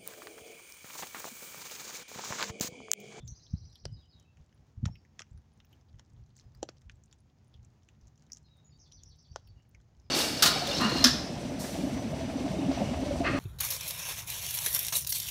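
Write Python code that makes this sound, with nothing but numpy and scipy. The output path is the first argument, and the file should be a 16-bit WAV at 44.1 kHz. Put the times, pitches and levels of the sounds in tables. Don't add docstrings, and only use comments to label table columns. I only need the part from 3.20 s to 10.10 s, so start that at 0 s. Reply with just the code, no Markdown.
import sys
import numpy as np
from scipy import signal
from scipy.fft import rfft, irfft
from scipy.io import wavfile

SR = 44100
rng = np.random.default_rng(int(sys.argv[2]) if len(sys.argv) > 2 else 0)


def store_pcm(level_fs):
    pcm = np.round(np.clip(level_fs, -1, 1) * 32767).astype(np.int16)
    wavfile.write(sys.argv[1], SR, np.atleast_2d(pcm).T)


N = 304290

# start in seconds, clack level in dB, tick pitch in Hz, tick level in dB, snap pitch in Hz,
# snap level in dB.
NIBBLES = [(0.078, -79, 5050, -51.5, 6350, -58.5), (0.266, -94, 3500, -60.5, 5340, -91),
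           (0.529, -81, 3850, -71, 5450, -69), (0.556, -80, 3700, -57.5, 4800, -58.5),
           (0.654, -55.5, 3300, -51.5, 4990, -39.5), (0.9981, -100, 3800, -77, 6200, -65),
           (1.171, -76, 2630, -71, 6240, -74.5), (1.3264, -73, 2860, -74.5, 5640, -77),
           (1.6552, -43.5, 2850, -44, 5350, -50), (1.6554, -54, 2700, -45, 5900, -62),
           (1.6588, -69, 3120, -65, 6060, -46), (1.6722, -72, 3360, -73, 6230, -63),
           (1.679, -72, 2980, -73, 6300, -66), (1.755, -95, 2620, -60, 5170, -72),
           (1.85, -89, 2060, -65.5, 6000, -77), (1.993, -44.5, 2700, -45.5, 5906, -45.5),
           (2.002, -66, 3570, -57, 6400, -73), (2.0071, -59, 3470, -60, 6300, -72),
           (2.019, -53, 2440, -51, 5750, -48.5), (2.175, -74, 3880, -79, 5280, -72),
           (2.402, -68, 3230, -61.5, 5700, -69.5), (2.447, -76, 2740, -73.5, 5950, -71),
           (2.529, -84, 2930, -65.5, 6270, -75), (2.6114, -81, 3500, -81, 5630, -74),
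           (2.7423, -75, 2860, -80, 5500, -85), (2.787, -74, 3300, -75, 5930, -73),
           (2.7951, -63.5, 3400, -60.5, 6100, -58.5), (2.9636, -91, 3530, -77, 5440, -98),
           (3.0622, -93, 3800, -82, 6040, -76.5), (3.166, -76, 3300, -81, 7040, -60.5),
           (3.1837, -95.5, 3800, -89.5, 6000, -70), (3.189, -87, 2480, -69.5, 6340, -64),
           (3.197, -75, 4500, -61.5, 5650, -62), (3.209, -85, 3360, -72, 5600, -66),
           (3.3486, -72, 3670, -88, 4860, -65.5), (3.4294, -52.5, 3570, -45.5, 6380, -39.5),
           (3.4887, -51.5, 2560, -52, 4840, -48.5), (3.4928, -67, 3000, -70, 6100, -55.5),
           (3.569, -88.5, 3130, -75, 5200, -72), (3.6172, -76.5, 3300, -75, 6010, -71),
           (3.6965, -54.5, 2880, -52, 6000, -62), (3.837, -94, 2850, -100, 6600, -63.5),
           (3.8585, -84, 3500, -93, 6540, -73), (3.9124, -81, 4100, -74, 5000, -70),
           (3.927, -72.5, 3080, -62, 6200, -59.5), (4.3406, -85, 3240, -68, 5100, -70.5),
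           (4.3632, -92, 3200, -81, 5500, -79), (4.4295, -93, 4100, -80, 6240, -75),
           (4.4478, -84, 2450, -83, 6500, -65), (4.6324, -89, 3350, -80, 5970, -73),
           (4.6877, -70.5, 2950, -62, 6400, -65.5), (4.812, -95, 4000, -92, 5360, -71),
           (4.871, -104, 2690, -93, 6400, -66.5), (4.8797, -98, 3800, -80, 6260, -68),
           (4.957, -89, 3820, -85, 5770, -73), (4.977, -89, 3280, -87, 6270, -69),
           (5.022, -79, 3020, -81, 5600, -81), (5.0656, -87, 3500, -78, 6200, -73),
           (5.1002, -72, 2250, -69.5, 5430, -71), (5.1197, -85, 3850, -88.5, 5700, -42.5),
           (5.132, -84, 3830, -75, 6050, -42), (5.1477, -93, 3900, -91, 6000, -57),
           (5.161, -96, 4200, -74, 6040, -62), (5.1699, -76, 3500, -69.5, 6240, -59),
           (5.1707, -89, 3540, -71, 6300, -56.5), (5.7162, -94, 3400, -66, 5240, -72),
           (5.7218, -90, 3670, -59.5, 5850, -58), (5.835, -92, 3480, -72, 6200, -51.5),
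           (6.16, -53.5, 4030, -46.5, 5900, -43.5), (6.1965, -84, 3180, -77, 6000, -74),
           (6.274, -94, 2900, -69.5, 4600, -71), (6.423, -88, 3500, -94, 6100, -78),
           (6.548, -92, 2070, -59.5, 5884, -65.5), (6.601, -75, 3400, -78, 6000, -80),
           (6.799, -95, 3830, -84, 5750, -68.5)]
CLACK_HZ, FIZZ_HZ = 1548, 10200
FIZZ_DB, FIZZ_FOLLOWS = -74, 0.694
BOUNCE_MIN_S, BOUNCE_MAX_S = 0.0003, 0.0014
# start in seconds, pitch of the swing in Hz,
# lowest frequency in Hz, level in dB, pitch of the brief ring in Hz, ring level in dB.
LOG_KNOCKS = [(0.654, 383, 340, -41, 1480, -55.5), (1.657, 500, 330, -51, 1320, -52),
              (1.674, 500, 320, -68, 850, -57), (1.686, 560, 557, -57, 776, -61),
              (1.9943, 700, 292, -60.5, 1343, -53), (2.006, 513, 275, -55, 1310, -57),
              (2.795, 706, 380, -65.5, 810, -68), (3.4291, 347, 274, -31, 717, -39.5),
              (3.49, 350, 304, -45, 1520, -60), (6.1603, 644, 400, -36.5, 1370, -47.5)]
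# start in seconds, pitch in Hz, level in dB.
TOOTH_SQUEAKS = [(0.5569, 3370, -64), (1.756, 2600, -66), (2.531, 2918, -67.5), (4.341, 3300, -64.5),
                 (6.55, 2060, -68)]
# start in seconds, length in seconds, centre in Hz,
# level in dB before the common lift in scrapes().
CLAW_SCRAPES = [(0.102, 0.014, 6900, -79), (0.651, 0.0073, 7100, -59), (1.651, 0.034, 3530, -85),
                (1.652, 0.012, 5700, -57), (1.993, 0.024, 6060, -62), (2.679, 0.024, 3900, -82),
                (2.896, 0.01, 5900, -81), (3.101, 0.013, 3870, -82), (3.148, 0.088, 5300, -77),
                (3.563, 0.025, 4900, -80), (3.711, 0.017, 5470, -78), (4.331, 0.035, 3300, -84.5),
                (4.802, 0.13, 5030, -86.5), (4.97, 0.12, 5400, -83.5), (5.173, 0.015, 6100, -73)]
CRUMBS_PER_S, CRUMBS_DB = 12, -79
# start in seconds, length in seconds.
GNAWING_SPELLS = [(1.2, 0.38), (2.305, 0.95), (3.5, 0.61), (4.25, 1)]
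# start in seconds, pitch in Hz, level in dB,
# level of the microphone port's ring in dB, both before the common trim in pips().
TINY_BURSTS = [(0.0782, 12300, -72, -64), (0.5255, 11040, -81, -88), (0.5557, 11040, -65.5, -81),
               (0.9982, 11000, -74, -85), (1.346, 10050, -75.5, -93), (1.757, 12200, -78, -81),
               (2.1115, 7400, -69, -97), (2.1762, 9550, -71, -91), (2.3357, 9840, -76, -98),
               (2.4509, 11600, -82, -69), (2.4924, 12000, -82, -80), (2.528, 12400, -70.5, -88),
               (3.167, 10900, -75, -75), (3.348, 11950, -77, -74), (3.6173, 7800, -75, -83.5),
               (3.756, 7600, -73, -93), (3.8583, 8950, -74, -87), (3.9265, 10700, -74, -93),
               (4.004, 9580, -72.5, -87), (4.2798, 9460, -73.5, -91), (5.1208, 12300, -69, -67),
               (5.37, 9000, -74, -78), (5.7225, 9900, -73, -92), (5.834, 11500, -77, -85),
               (5.8906, 10300, -75, -84), (5.9694, 11100, -80, -82), (6.2736, 9800, -73, -67),
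               (6.4916, 9800, -75, -71)]
PORT_HZ, PORT_WIDTH, PORT_DB = 14900, 1.04, -5

# middle of the swing in seconds, peak level in dB, pitch in Hz.
BODY_BUMPS = [(0.125, -37.5, 78), (0.3405, -22, 99.3), (0.3526, -34, 71.5), (0.6645, -36.5, 83),
              (0.727, -39, 77), (1.581, -34.5, 68), (1.6327, -26.5, 113), (1.6415, -21.5, 103.7),
              (1.6656, -24, 87.4), (1.677, -28.5, 64), (1.699, -33.5, 103.5), (2.15, -47, 100),
              (3.672, -46.5, 67.3), (6.117, -40.5, 70.1)]
# frequency in Hz, relative level in dB per Hz.
GRIP_SPECTRUM = [(15, -27), (25, -36.5), (52, -3.5), (82, 2), (134, -3), (158, -2.5), (188, -16.5),
                 (219, -11), (321, -35.5), (400, -57), (520, -61), (880, -120)]
# start in seconds, length in seconds before the release,
# level in dB before the ceiling and trim in grip_shifts().
HAND_SHIFTS = [(-0.01, 0.13, -44.5), (0.306, 0.18, -47.5), (0.631, 0.15, -44), (1.199, 0.015, -54.5),
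               (1.565, 0.19, -28), (2.111, 0.083, -47.5), (2.724, 0.076, -52.5), (2.922, 0.12, -51.5),
               (3.253, 0.018, -50.5), (3.355, 0.075, -52.5), (3.656, 0.12, -52.5), (4.346, 0.091, -54.5),
               (4.469, 0.033, -59), (4.817, 0.073, -55.5), (5.734, 0.24, -56), (6.111, 0.086, -53),
               (6.242, 0.14, -53), (6.539, 0.075, -58.5), (6.767, 0.06, -56)]
GRIP_ATTACK_S, GRIP_RELEASE_S = 0.0085, 0.03
GRIP_REST_DB, GRIP_TREMOR_DB, GRIP_TREMOR_HZ = -63.5, 1.5, 10.3
GRIP_LOW_HZ, GRIP_TOP_HZ, GRIP_DULLS_HZ_PER_DB = 45, 137.2, 3.5

# start in seconds, length in seconds, start pitch in Hz, end pitch in Hz, level in dB.
BIRD_NOTES = [(0, 0.011, 3710, 3270, -60), (0.047, 0.01, 7000, 7360, -63), (.072, 0.021, 6390, 5840, -48),
              (0.095, 0.022, 6100, 6430, -64), (.108, 0.02, 4690, 3640, -69.5),
              (.660, 0.018, 3050, 2910, -67.5), (.712, 0.035, 4975, 4940, -62),
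              (.748, 0.028, 4736, 4100, -73), (.764, 0.0276, 3970, 3790, -65),
              (.81, 0.045, 3568, 2720, -72.5), (.79, 0.038, 4960, 4910, -72),
              (.878, 0.044, 5020, 4940, -69), (.908, 0.019, 4730, 3950, -66.5),
              (.924, 0.041, 3927, 3800, -64.5), (.975, 0.042, 3500, 2900, -75.5),
              (1.044, 0.059, 2640, 2690, -75.5), (1.7, 0.034, 5300, 5490, -65),
              (1.73, 0.05, 5500, 4540, -77), (3.22, 0.047, 5260, 5000, -83.5),
              (3.33, 0.078, 4860, 5200, -83), (5.238, 0.035, 4420, 3640, -70),
              (5.25, 0.028, 5200, 4840, -74), (5.286, 0.048, 3880, 3740, -68.5),
              (5.36, 0.032, 3610, 3790, -68), (5.444, 0.016, 7060, 6840, -61),
              (5.498, 0.018, 5170, 4970, -74), (5.515, 0.03, 4370, 4650, -69),
              (5.522, .02, 3680, 3770, -72), (5.585, 0.026, 6546, 6275, -68),
              (5.716, 0.028, 5900, 5980, -56.5), (5.96, 0.022, 4710, 4560, -72),
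              (6.082, 0.0322, 4520, 4750, -64.5), (6.265, 0.027, 4640, 4450, -68),
              (6.353, 0.072, 2860, 2910, -76), (6.825, 0.041, 5313, 4900, -76)]
# seconds from the syllable's start, pitch in Hz, relative level in dB.
SWOOP_CONTOUR = [(0, 3700, -10), (.008, 4350, -7), (.015, 4750, -4), (.0185, 5050, 6), (.022, 5450, -3),
                 (.027, 6200, 0.5), (.034, 6350, -11), (.042, 5800, -5.5), (.054, 4700, -11.5),
                 (.066, 3900, -3), (.072, 3600, -13)]
BUZZ_CONTOUR = [(0, 6450, 3), (.007, 5010, -2.5), (.013, 6170, -1), (.02, 4940, -10), (.027, 6300, -3.5),
                (.034, 5020, -5.5), (.043, 5700, -13), (.05, 4940, -10.5), (.055, 4450, -13),
                (.064, 4550, -7), (.071, 3830, -11.5), (.086, 3030, -6)]
SYLLABLE_PITCH_SPREAD, SYLLABLE_SPREAD_DB = 0.013, 1.5
BIRD_DIRECT_DB, BIRD_ECHO_DB = -9.5, -3.2

# start in seconds, length in seconds, start pitch in Hz, end pitch in Hz, level in dB.
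FAR_MOTORS = [(.7, 5, 214.1, 211.4, -77), (2.85, 0.93, 119.2, 130.9, -65.5),
              (4.15, 0.47, 127.6, 116.7, -66), (4.8, 1.26, 150.7, 148.5, -67.5),
              (5.42, 0.187, 146.1, 149.7, -60), (6.15, 1, 114.8, 110.8, -66)]
# frequency in Hz, relative level in dB per Hz.
HUSH_SPECTRUM = [(150, -12), (250, 2), (576, -7.5), (735, -6.5), (1380, -14.5), (1670, -15), (2960, -20),
                 (4190, -21.5), (6700, -20), (8100, -35.5), (10200, -36.5), (13800, -42), (14900, -28.5),
                 (16000, -34.5)]
# time in seconds, level in dB.
HUSH_LEVELS = [(0.0, -76), (0.71, -80), (1.65, -75.5), (2.19, -79.5), (2.5, -74), (2.86, -79.5),
               (3.27, -77), (3.69, -81.5), (4.44, -77.5), (5.21, -77.5), (6.01, -81), (6.42, -80),
               (6.9, -79)]
CUTOFF_HZ = 16000


def from_db(db):
    return 10 ** (np.asarray(db) / 20)


def rms_one(x):
    return x / np.sqrt(np.mean(x ** 2) + 1e-20)


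def add(out, s, sound):
    at = int(np.clip(round(s * SR), 0, N - 1))
    out[at:at + len(sound)] += sound[:N - at]


def band(x, low_hz, high_hz, order=2):
    return signal.sosfilt(signal.butter(order, [low_hz, high_hz], "band", fs=SR, output="sos"), x + 1e-18)


def coloured(spectrum):
    hz, db = np.transpose(spectrum)
    f = np.maximum(np.fft.rfftfreq(N, 1 / SR), 1)
    skirts = np.minimum(f / hz[0], 1) ** 2 * np.minimum(hz[-1] / f, 1) ** 4
    gain = from_db(np.interp(np.log(f), np.log(hz), db))
    return rms_one(irfft(rfft(rng.standard_normal(N)) * skirts * gain, N))


def slow_chance(rate):
    return rms_one(band(rng.standard_normal(N + SR), rate / 4, rate)[SR:])


def scatter(t, t60):
    tail = rng.standard_normal(len(t)) * from_db(-60 * t / t60)
    return tail / np.linalg.norm(tail)


def ticks(crisp_db=-46, crumble=0.3, grate_db=-24):
    out = np.zeros(N)
    for s, clack_db, tick_hz, tick_db, snap_hz, snap_db in NIBBLES:
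        soft_db = crumble * max(crisp_db - max(clack_db, tick_db, snap_db), 0)
        tick_width = 1 + 0.35 * from_db(-soft_db)
        lead_db = grate_db + soft_db
        fizz_db = FIZZ_DB + FIZZ_FOLLOWS * (snap_db - crisp_db)
        # pitch Hz, width ratio, level dB, crumble of a hard bite dB, decay s.
        resonances = [(CLACK_HZ, 1.33, clack_db, -6.5, 0.072),
                      (tick_hz, tick_width, tick_db, -4.5, 0.047),
                      (snap_hz, 1.146, snap_db, -6.5, 0.034),
                      (FIZZ_HZ, 1.25, fizz_db, 8.0, 0.025)]
        for hz, width, level_db, crumble_db, t60 in resonances:
            add(out, *contact(s, hz, width, level_db, soft_db + crumble_db, t60, lead_db))
    return out


def contact(s, hz, width, level_db, scatter_db, t60, grate_db, rise_s=0.00022):
    t, first = np.arange(SR // 16) / SR, SR // 200
    low_hz, high_hz = hz / width, hz * width
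    force = from_db(scatter_db) * scatter(t, t60) * np.minimum(t / rise_s, 1)
    force[0] -= 1
    force[int(rng.uniform(BOUNCE_MIN_S, BOUNCE_MAX_S) * SR)] -= 1
    ring = band(force, low_hz, high_hz, order=3)
    ring = ring / np.sqrt(np.mean(ring[:first] ** 2))
    grate = rms_one(band(rng.standard_normal(2 * first), low_hz, high_hz, order=3))
    grate = from_db(grate_db) * grate * np.linspace(0, 1, 2 * first)
    return s - 2 * first / SR, from_db(level_db) * np.concatenate([grate, ring])


def knocks(scatter_db=-14.0, t60=0.047, rise_s=0.0018, ring_width=1.123, ring_t60=0.021):
    out, lead = np.zeros(N), SR // 500
    t = np.arange(SR // 12) / SR
    for s, hz, low_hz, level_db, ring_hz, ring_db in LOG_KNOCKS:
        force = from_db(scatter_db) * scatter(t, t60) * np.minimum(t / rise_s, 1)
        force[0] += 1
        angle = 2 * np.pi * hz * np.arange(-lead, lead) / SR
        swing = angle * np.exp(-angle ** 2 / 2)
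        knock = band(np.convolve(force, swing), low_hz, 4200, order=5)
        knock = knock / np.sqrt(np.sum(knock ** 2) / (SR // 200))
        add(out, s - lead / SR, from_db(level_db) * knock)
        ring_s = s - lead / SR / 2
        add(out, *contact(ring_s, ring_hz, ring_width, ring_db, scatter_db=-12, t60=ring_t60, grate_db=-28))
    return out


def squeaks(width=1.071, t60=0.05):
    out = np.zeros(N)
    for s, hz, db in TOOTH_SQUEAKS:
        add(out, *contact(s, hz, width, db, scatter_db=9.5, t60=t60, grate_db=-7))
    return out


def scrapes(width=1.29, grain_db=13.0, lift_db=3.5):
    out = np.zeros(N)
    for s, length, hz, db in CLAW_SCRAPES:
        white, size = rng.standard_normal((2, SR // 10))[:, :int(length * SR)] if length < 0.1 \
            else rng.standard_normal((2, SR // 10))
        grains = band(white * from_db(grain_db * size), hz / width, hz * width, order=3)
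        drag = rms_one(grains * signal.windows.tukey(len(grains), 0.5))
        add(out, s, from_db(db + lift_db) * drag)
    return out


def crumbs(per_s, level_db, spread_db, low_hz, high_hz, width):
    out = np.zeros(N)
    for when, size, pitch in rng.random((int(per_s * N / SR), 3)):
        hz = low_hz + (high_hz - low_hz) * pitch
        db = level_db + spread_db * size ** 2
        add(out, *contact(when * N / SR, hz, width, db, scatter_db=-3.0, t60=0.027, grate_db=-17.0))
    return out


def crackle(idle_per_s=14, busy_per_s=60, level_db=-63, spread_db=11, low_hz=2600, high_hz=7200):
    t, rate = np.arange(N) / SR, np.full(N, float(idle_per_s))
    for s, length in GNAWING_SPELLS:
        rate[(t > s) & (t < s + length)] = busy_per_s
    chance, size, sign = rng.random((3, N))
    clicks = (chance < rate / SR) * from_db(level_db + spread_db * size ** 2) * np.sign(sign - 0.5)
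    return band(clicks, low_hz, high_hz)


def pips(trim_db=-3.5, width=1.058, t60=0.033):
    out = np.zeros(N)
    for s, hz, db, port_db in TINY_BURSTS:
        add(out, *contact(s, hz, width, db + trim_db, scatter_db=-2.0, t60=t60, grate_db=-12))
        add(out, *contact(s, PORT_HZ, PORT_WIDTH, port_db + trim_db, scatter_db=6.0, t60=t60, grate_db=-33.5))
    return out


def handling(low_cut_hz=36):
    rest = from_db(GRIP_REST_DB + GRIP_TREMOR_DB * slow_chance(GRIP_TREMOR_HZ)) * coloured(GRIP_SPECTRUM)
    out = rest + grip_shifts()
    t = np.arange(-SR // 20, SR // 20) / SR
    low_cut = signal.butter(2, low_cut_hz, "high", fs=SR, output="sos")
    for s, peak_db, hz in BODY_BUMPS:
        angle = 2 * np.pi * hz * t
        bump = signal.sosfiltfilt(low_cut, angle * np.exp(-angle ** 2 / 2))
        add(out, s + t[0], from_db(peak_db) * bump / np.abs(bump).max())
    return out


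def grip_shifts(firm_db=-45, trim_db=-3.5):
    out = np.zeros(N)
    for s, length, db in HAND_SHIFTS:
        t = np.arange(int((length + GRIP_RELEASE_S) * SR)) / SR
        gentle_db = max(firm_db - db, 0)
        top_hz = GRIP_TOP_HZ - GRIP_DULLS_HZ_PER_DB * gentle_db
        rumble = band(rng.standard_normal(SR), GRIP_LOW_HZ, top_hz, order=3)[SR // 2:][:len(t)]
        attack = np.minimum(t / GRIP_ATTACK_S, 1)
        release = np.minimum((t[-1] - t) / (2 * GRIP_RELEASE_S), 1)
        add(out, s, from_db(firm_db - gentle_db + trim_db) * rms_one(rumble * attack * release))
    return out


def songbird():
    swoops = trill(SWOOP_CONTOUR, start_s=0.1365, period_s=0.0728, count=7, level_db=-59, fade_db=4.0,
                   crest=0.07, top_hz=6410, end_top_hz=5760, waver=0.008)
    buzzes = trill(BUZZ_CONTOUR, start_s=5.587, period_s=0.1295, count=6, level_db=-55, fade_db=24.0,
                   crest=0.23, top_hz=6380, end_top_hz=5820, waver=0.022)
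    return glides(BIRD_NOTES, flutter_db=3.5, waver=0.015, waver_hz=148) + swoops + buzzes


def trill(syllable, start_s, period_s, count, level_db, fade_db, crest, top_hz, end_top_hz, waver):
    out, (s, hz, db) = np.zeros(N), np.transpose(syllable)
    for k, spent in enumerate(np.linspace(0, 1, count)):
        off_pitch, off_level = rng.standard_normal((2, len(s)))
        reached = np.minimum(hz, top_hz + (end_top_hz - top_hz) * spent ** 0.54)
        pitch = reached * (1 + SYLLABLE_PITCH_SPREAD * off_pitch)
        shape = np.transpose([s, pitch, db + SYLLABLE_SPREAD_DB * off_level])
        gain = from_db(level_db - fade_db * (spent - crest) ** 2)
        add(out, start_s + k * period_s, gain * whistle(shape, waver=waver, flutter_db=0.5))
    return out


def glides(rows, flutter_db, waver, waver_hz):
    out = np.zeros(N)
    for s, length, start_hz, end_hz, level_db in rows:
        shape = [(0, start_hz, level_db), (length, end_hz, level_db)]
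        add(out, s, whistle(shape, waver, waver_hz, flutter_db))
    return out


def whistle(shape, waver=0.021, waver_hz=110, flutter_db=1.0):
    s, hz, db = np.transpose(shape)
    t = np.arange(int(s[-1] * SR)) / SR
    steps = np.arange(N // 100)
    wander, flutter = (np.interp(t * waver_hz * 2, steps, row) for row in rng.standard_normal((2, N // 100)))
    pitch = np.interp(t, s, hz) * (1 + waver * wander)
    gain = from_db(np.interp(t, s, db)) * rms_one(from_db(flutter_db * flutter))
    tone = np.sqrt(2) * np.sin(2 * np.pi * np.cumsum(pitch) / SR)
    return tone * gain * signal.windows.tukey(len(t), 0.25)


def trees(x, near_t60=0.12, far_t60=0.6, far_db=-5, clump_s=0.022, clump_db=-5):
    t = np.arange(SR) / SR
    echoes = scatter(t, near_t60) + from_db(far_db) * scatter(t, far_t60)
    echoes *= np.minimum(t / 0.0029, 1)
    echoes += from_db(clump_db) * np.interp(t - clump_s, t, scatter(t, near_t60 / 2), left=0)
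    return signal.fftconvolve(x, echoes)[:N]


def motors():
    return glides(FAR_MOTORS, flutter_db=3.5, waver=0.019, waver_hz=111.5)


def hush(level_db=-74, follow=0.48, waver_db=1.13):
    swell = np.interp(np.arange(N) / SR, *np.transpose(HUSH_LEVELS))
    swell_db = follow * (swell - np.median(swell))
    return from_db(level_db + swell_db + waver_db * slow_chance(9.25)) * coloured(HUSH_SPECTRUM)


def scene(close_echo_db=-24):
    touches = crumbs(CRUMBS_PER_S, CRUMBS_DB, spread_db=3.0, low_hz=2230, high_hz=6750, width=1.38)
    close = ticks() + knocks() + squeaks() + scrapes() + touches + crackle()
    port_ring = band(close, PORT_HZ / PORT_WIDTH, PORT_HZ * PORT_WIDTH, order=1)
    close = close + from_db(PORT_DB) * port_ring + pips()
    bird = songbird()
    far = from_db(BIRD_DIRECT_DB) * bird + from_db(BIRD_ECHO_DB) * trees(bird) + motors()
    return (close + from_db(close_echo_db) * trees(close) + handling() + far + hush())[None]


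def record(dry):
    return signal.sosfilt(signal.ellip(10, 0.2, 70, CUTOFF_HZ, fs=SR, output="sos"), dry)


dry = scene()
out = record(dry)
store_pcm(out)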